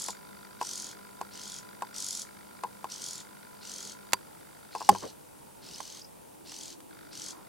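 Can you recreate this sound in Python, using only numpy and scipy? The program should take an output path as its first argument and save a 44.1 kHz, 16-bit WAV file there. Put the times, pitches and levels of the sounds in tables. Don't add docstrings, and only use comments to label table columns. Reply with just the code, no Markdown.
import sys
import numpy as np
from scipy import signal
from scipy.fft import rfft, irfft
from scipy.io import wavfile

SR = 44100
rng = np.random.default_rng(int(sys.argv[2]) if len(sys.argv) > 2 else 0)


def digitize_waveform(pressure):
    field = np.atleast_2d(pressure).T
    bounded = np.clip(field, -1, 1)
    quanta = np.round(bounded * 32767).astype(np.int16)
    wavfile.write(sys.argv[1], SR, quanta)


N = 329868
T = np.arange(N) / SR
SIDES = np.array([[1], [-1]])

# (first flick [s], last flick [s], flick count, mid-flick advance [s], full level [dB],
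#         crest pitch before sag [Hz], swell [s], final fade [dB], pan L-R [dB])
RASPS = [(-0.150, 0.106, 13, 0.0, -29.5, 3660, 0.13, 5, 0),
         (0.609, 0.914, 15, 0.0048, -33.5, 3520, 0.066, 8, .5),
         (1.337, 1.587, 13, .005, -36.5, 3546, 0.25, 2, 1),
         (1.944, 2.219, 14, .005, -31, 3593, 0.066, 2, 0.5),
         (2.901, 2.982, 5, .0005, -30.5, 3374, 0.021, 10, 0),
         (2.998, 3.205, 10, .003, -33.5, 3654, 0.024, 7.5, 0.5),
         (3.632, 3.921, 14, .0035, -37.5, 3416, 0.076, 3.5, 1.3),
         (4.739, 5.101, 17, .0035, -41.5, 3190, .11, 7.5, 0.6),
         (5.642, 5.996, 16, 0.0, -41.5, 3264, 0.17, 2.1, 1.4),
         (6.474, 6.728, 12, .001, -36.5, 3385, 0.29, 8, 1), (7.132, 7.308, 9, 0.0, -35, 3415, 0.15, 1.8, 1)]
# (harmonic, level [dB])
HARMONICS = [(1, -7.5), (2, .5), (3, -10), (4, -21.5)]
# (frequency [Hz], gain [dB])
THROAT_GAIN = [(2200, -27), (2800, -9.5), (3300, -9), (3900, -4.5), (4700, -5), (6600, -4.5), (7800, -4.5),
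               (10400, -1.5), (11500, -0.5), (15000, -11.5)]
# (frequency [Hz], density [dB])
HARSH_SPECTRUM = [(2000, -42.5), (2700, -37), (3200, -8), (3900, -12.5), (4700, -3.5), (5600, -2),
                  (6800, -4), (7800, -4), (9000, -7), (10500, -14.5), (12000, -15.5), (15500, -40)]
# (time [s], relative level [dB], lowest pitch [Hz])
CHIPS = [(5.746, -41.5, 4860), (6.019, -43.5, 4820), (6.049, -47, 4900)]
# (time [s], ring [dB], crack [dB], timbre, ring length [ratio], pan L-R [dB])
CLICKS_AND_BLIP = [(0.0850, -24.5, -32.5, "lever", 1.01, 2), (0.6129, -21, -31.5, "lever", 1.03, 2),
                   (1.2127, -21.5, -35, "lever", 0.67, 2), (1.8213, -23, -33.5, "lever", 1.06, 1.5),
                   (2.6357, -23, -34, "lever", 1.4, 3.5), (2.8431, -24.5, -36.5, "lever", 0.86, 2.5),
                   (4.1221, -49, -37, "button", .55, -4), (4.1325, -14, -11, "button", 0.77, -2),
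                   (4.7507, -24, -36, "lever", 1.24, 4), (4.807, -28.5, -42, "lever", 0.97, 5),
                   (4.8160, -25, -49, "lever", 0.77, 3.5), (4.8900, -2, -12.5, "shell", 0.81, 0),
                   (4.8937, -6.5, -26, "shell", 0.26, -8.5), (4.949, -26, -37, "lever", 1.23, 3),
                   (5.803, -29.5, -40, "lever", 0.58, -9), (6.521, -59, -39.5, "lever", 0.53, -3),
                   (6.804, -58, -44.5, "lever", 0.91, -2)]
# (frequency [Hz], lever timbre [dB], shell timbre [dB], button timbre [dB],
#              base t60 [s], left phase lead [rad])
BODY_MODES = [(400, -19, -22, -24, .05, 1.0), (475, -13, -32, -24, .05, .6), (745, -10, -24, -24, .04, .2),
              (825, -6, 0, -20, .055, -.4), (880, -3, -22, -14, .05, .2), (970, -1, -24, 0, .05, .3),
              (1045, -3.5, -6, -3, .052, .8), (1260, -19, -21, -8, .03, .6), (1380, -17, -34, -16, .03, .4),
              (1570, -14, -38, -12, .03, .4), (2200, -26, -26, -3, .016, .3),
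              (2560, -15, -36, -24, .018, .3), (2850, -20, -36, -32, .018, .3)]
# (frequency [Hz], level [dB], t60 [s])
THUD_MODES = [(102, -8, 0.35), (153.5, -6.5, 0.16), (194.2, 5.5, 0.17), (305, -9, 0.11), (390.4, 3.5, 0.17)]
# (frequency [Hz], density [dB])
CRACK_SPECTRUM = [(60, -26), (300, -8.5), (600, -6), (1000, 9.5), (1400, 4.5), (2200, 0.5), (2900, -3),
                  (5000, -2.5), (8500, -1), (12000, -8.5), (16000, -15)]
# (time [s], Gaussian width [s], level [dB], centre [Hz])
RUBS = [(0.834, 0.13, -59, 302), (3.792, 0.1, -59.5, 379.6), (4.921, 0.01, -31.5, 400),
        (5.035, 0.0088, -42.5, 910), (5.051, 0.018, -39, 483), (5.696, 0.086, -56.5, 250),
        (7.37, 0.065, -54.5, 990)]
# (start [s], tick [dB], hum [dB])
MOTOR_LOADS = [(-0.1, -56, -57.5), (2.0, -57.5, -59), (4.15, -59.5, -72), (4.73, -65.5, -72.5),
               (5.85, -70, -84), (6.88, -57.5, -80), (7.34, -61.5, -78)]
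# (frequency [Hz], density [dB])
GEAR_SPECTRUM = [(1200, -7), (2200, 3), (2900, -14.5), (3700, -1), (4200, -10), (4750, 3), (5200, -14.5),
                 (5700, -3.5), (6500, -31.5), (12000, -26)]
# (multiple of step rate, level [dB])
HUM_PARTIALS = [(1, -3.5), (2, -12), (5, -4.5), (6, -30), (7, -12.5), (8, -21.5)]
# (frequency [Hz], density [dB])
AIR_SPECTRUM = [(15, -50.5), (25, -14.5), (180, -2), (277, -3), (317, -1), (373, -4.5), (489, -2.5),
                (775, -7.5), (887, -3.5), (1290, -18.5), (2160, -22.5), (2350, -19.5), (4500, -19.5),
                (6300, -17), (9300, -10.5), (16000, -16.5)]
# (frequency [Hz], L-R correlation)
AIR_CORRELATION = [(60, -0.48), (130, -.3), (290, -0.58), (640, -0.71), (1410, -0.028), (3100, 0.52),
                   (6820, 0.34), (15000, -0.094)]
# (time [s], relative level [dB])
HISS_LEVEL = [(0.0, -65.5), (3.58, -65.5), (7.48, -67.5)]

TIMBRES = ("lever", "shell", "button")
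TIMBRE_THUD_DB = (-35.5, -24.5, -33.5)


def scolding_bird(push_s=0.0014, arch_s=0.0032, trough_hz=2300, jitter=0.021, usual_db=-35.5,
                  overhang_s=0.029, wheeze_hz=4450, wheeze_t60_s=0.00249):
    flicks = np.vstack([rasp_flicks(*rasp) for rasp in RASPS])
    flick_s = flicks[:, 0]
    level_db, top_hz, pan_db = in_time(flicks)
    effort_db = level_db - usual_db
    voice_gate, wheeze_gate = np.zeros((2, N))
    for first_s, last_s, *_ in RASPS:
        left_s = last_s + overhang_s - T
        voice_gate = np.maximum(voice_gate, ramp(first_s - 0.01, 0.015) * np.clip(left_s / 0.019, 0, 1))
        lead_s = 0.023 * np.clip(-np.interp(first_s, T, effort_db) / 6, 0.1, 1.3)
        breath = ramp(first_s - lead_s, 0.016) * np.clip(left_s / 0.033, 0, 1)
        wheeze_gate = np.maximum(wheeze_gate, breath)
    nearest = np.searchsorted((flick_s[1:] + flick_s[:-1]) / 2, T)
    offset_s = T - flick_s[nearest]
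    push = gaussian(offset_s / push_s)
    hz = trough_hz + (top_hz - trough_hz) * gaussian(offset_s / arch_s)
    hz *= 1 + jitter * (2 - 1.314 * push) * drift(912) + 0.019 * drift(24.93)
    phase = 2 * np.pi * np.cumsum(hz) / SR
    tilt_db_per_oct = np.clip(effort_db, -8, 8)
    tone = sum(from_db(db + at_hz(THROAT_GAIN, k * hz) + tilt_db_per_oct * np.log2(k / 2))
               * np.sin(k * phase) for k, db in HARMONICS)
    voiced = tone * (from_db(3) * push + from_db(-18))
    harsh = coloured(HARSH_SPECTRUM, [(4500, 0.93), (12000, 0.33)])
    harsh *= from_db(-7.5) * push + from_db(-12)
    wheeze = unit_rms(ring(rng.standard_normal(N), wheeze_hz, wheeze_t60_s))
    wheeze *= wheeze_gate * from_db(-53 + 0.12 * effort_db)
    voice_gain = voice_gate * from_db(level_db + 0.5 * drift(30))
    return panned(pan_db) * voice_gain * (voiced + harsh) + wheeze


def rasp_flicks(first_s, last_s, count, advance_s, full_db, crest_hz, swell_s, fade_db, pan_db,
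                swell_db=7, fade_s=0.1, climb=0.2, crest_at=0.97, sag_hz_per_db=16.5):
    progress = np.linspace(0, 1, round(count))
    time_s = first_s + (last_s - first_s) * progress - 4 * advance_s * progress * (1 - progress)
    soft_db = swell_db * np.clip(1 - (time_s - first_s) / swell_s, 0, 1) ** 2
    faded_db = fade_db * np.clip(1 - (last_s - time_s) / fade_s, 0, 1)
    top_hz = crest_hz * (1 - climb * (1 - progress / crest_at) ** 2) - sag_hz_per_db * faded_db
    return np.column_stack([time_s, full_db - soft_db - faded_db, top_hz, np.full(len(time_s), pan_db)])


def chipping_bird(width_s=0.003, bend=0.11):
    out = np.zeros(N)
    for time_s, db, lowest_hz in CHIPS:
        offset = np.clip((T - time_s) / width_s, -6, 6)
        hz = lowest_hz * (1 + bend * np.minimum(offset ** 2, 7))
        out += from_db(db + 2) * gaussian(offset) * np.sin(2 * np.pi * np.cumsum(hz) / SR)
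    return out


def foliage(x, wet_db=-10, t60_s=0.15, side_db=-4.5):
    t = T[:SR // 3]
    mid, side = rng.standard_normal((2, len(t))) * from_db(-60 * t / t60_s) * (1 - np.exp(-t / 0.005))
    tail = (mid + from_db(side_db) * side * SIDES) / np.sqrt(np.sum(mid ** 2))
    return x + from_db(wet_db) * signal.fftconvolve(x, tail, axes=1)[:, :N]


def clicks_and_blip(crack_t60_s=0.022, attack_s=0.0001, catch_hz=4680, catch_t60_s=0.071):
    out, t = np.zeros((2, N)), T[:SR // 4]
    grit = coloured(CRACK_SPECTRUM, [(1000, 0.5), (4000, 0.62), (8000, 0.13)])
    burst = from_db(-60 * t / crack_t60_s) * (1 - np.exp(-t / attack_s))
    catch = from_db(-21 - 60 * t / catch_t60_s) * np.sin(2 * np.pi * catch_hz * t)
    for time_s, ring_db, crack_db, timbre, length, pan_db in CLICKS_AND_BLIP:
        start, column = round(time_s * SR), TIMBRES.index(timbre)
        span = slice(start, start + len(t))
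        body = sum(from_db(mode_db[column] + rng.normal() - 60 * t / (t60_s * length))
                   * np.sin(2 * np.pi * hz * t + lead_rad / 2 * SIDES)
                   for hz, *mode_db, t60_s, lead_rad in BODY_MODES)
        body *= from_db(ring_db) * (1 - np.exp(-t / 0.0015))
        thud = sum(from_db(db - 60 * t / t60_s) * np.sin(2 * np.pi * hz * t + 0.65 * SIDES)
                   for hz, db, t60_s in THUD_MODES)
        thud *= from_db(ring_db + TIMBRE_THUD_DB[column]) * length * (1 - np.exp(-t / 0.0055))
        crack = np.array([unit_rms(port * burst) for port in grit[:, span]])
        crack *= np.sqrt(np.mean(burst ** 2))
        out[:, span] += panned(pan_db) * (body + thud + from_db(crack_db) * (crack + catch))
    return butterworth(out, 4, 80, "high")


def finger_rubs(t60_s=0.0083):
    spectrum = [(30, -22), (100, -11.5), (400, -5), (2000, 0), (6000, -11)]
    friction = coloured(spectrum, [(500, 0.28), (2000, 0.53)])
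    return sum(from_db(db) * gaussian((T - time_s) / width_s) * unit_rms(ring(friction, hz, t60_s))
               for time_s, width_s, db, hz in RUBS)


def lens_motor(step_hz=200, first_tick_s=0.0085, start_hz=2700, end_hz=1370, fall_s=0.00091,
               swell_s=0.0016, edge_s=0.0028):
    tick_gain, hum_gain = from_db(motor_levels_db())
    age_s = (T - first_tick_s) % (4 / step_hz)
    cycles = end_hz * age_s + (start_hz - end_hz) * fall_s * (1 - np.exp(-age_s / fall_s))
    envelope = (age_s / swell_s) ** 2 * np.exp(-age_s / swell_s) * (1 + 0.24 * drift(250))
    chirp = unit_rms(envelope * np.sin(2 * np.pi * cycles + 0.95 * drift(120) + 0.81 * SIDES))
    gear_noise = coloured(GEAR_SPECTRUM, [(1500, 0.3), (4500, 0.51)])
    edge = unit_rms(gear_noise * (gaussian((age_s - 0.001) / edge_s) + 0.29))
    ticks = unit_rms(chirp + from_db(-2) * edge)
    hum = sum(from_db(db + 2.5 * drift(22))
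              * np.sin(2 * np.pi * k * step_hz * T + 0.27 * drift(12) + 0.72 * SIDES)
              for k, db in HUM_PARTIALS)
    return tick_gain * from_db(1.5 * drift(30)) * ticks + hum_gain * np.sqrt(2) * hum


def motor_levels_db(ramp_s=0.027):
    loads = np.array(MOTOR_LOADS)
    changes_db = sum((new[1:] - old[1:])[:, None] * ramp(new[0], ramp_s)
                     for old, new in zip(loads, loads[1:]))
    return loads[0, 1:, None] + changes_db


def air(wash_db=-53, split_hz=1800):
    hiss_db, = in_time(HISS_LEVEL)
    noise = coloured(AIR_SPECTRUM, AIR_CORRELATION)
    wash = unit_rms(butterworth(noise, 2, split_hz, "low"))
    hiss = unit_rms(butterworth(noise, 2, split_hz, "high"))
    return from_db(wash_db + 0.5 * drift(6.3)) * wash - from_db(hiss_db + 9) * hiss


def drone(level_db=-55.5, start_s=6.2, rise_s=0.22, centre_hz=330, t60_s=0.029):
    noise = coloured([(60, -20.5), (300, 2), (1500, -9)], AIR_CORRELATION)
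    return from_db(level_db) * ramp(start_s, rise_s) * unit_rms(ring(noise, centre_hz, t60_s))


def coloured(spectrum, correlation):
    hz = np.fft.rfftfreq(N, 1 / SR)
    alike = np.clip(at_hz(correlation, hz), -1, 1)
    mid, side = rfft(rng.standard_normal((2, N))) * from_db(at_hz(spectrum, hz))
    return unit_rms(irfft(np.sqrt(1 + alike) * mid + np.sqrt(1 - alike) * side * SIDES, N))


def drift(rate_hz):
    hz = np.fft.rfftfreq(N, 1 / SR)
    return unit_rms(irfft(rfft(rng.standard_normal(N)) / (1 + (hz / rate_hz) ** 2), N))


def ring(x, hz, t60_s):
    radius, angle = from_db(-60 / (t60_s * SR)), 2 * np.pi * hz / SR
    return signal.lfilter([0, np.sin(angle)], [1, -2 * radius * np.cos(angle), radius ** 2], x + 1e-18)


def in_time(rows):
    time_s, *columns = np.transpose(rows)
    return [np.interp(T, time_s, column) for column in columns]


def at_hz(points, hz):
    points_hz, values = np.transpose(points)
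    return np.interp(np.log(hz + 1e-9), np.log(points_hz), values)


def butterworth(x, order, hz, kind):
    return signal.sosfilt(signal.butter(order, hz, kind, fs=SR, output="sos"), x)


def ramp(start_s, length_s):
    return np.clip((T - start_s) / length_s, 0, 1)


def gaussian(x):
    return np.exp(-x ** 2 / 2)


def panned(db):
    return from_db(SIDES * db / 2)


def from_db(db):
    return 10 ** (np.asarray(db) / 20)


def unit_rms(x):
    return x / np.sqrt(np.mean(x ** 2) + 1e-20)


def scene():
    birds = foliage(scolding_bird() + chipping_bird())
    return birds + clicks_and_blip() + finger_rubs() + lens_motor() + air() + drone()


def record(dry):
    cutoff_hz = 15900
    return signal.sosfilt(signal.cheby1(12, 0.2, cutoff_hz, fs=SR, output="sos"), np.clip(dry, -1, 1))


dry = scene()
out = record(dry)
digitize_waveform(out)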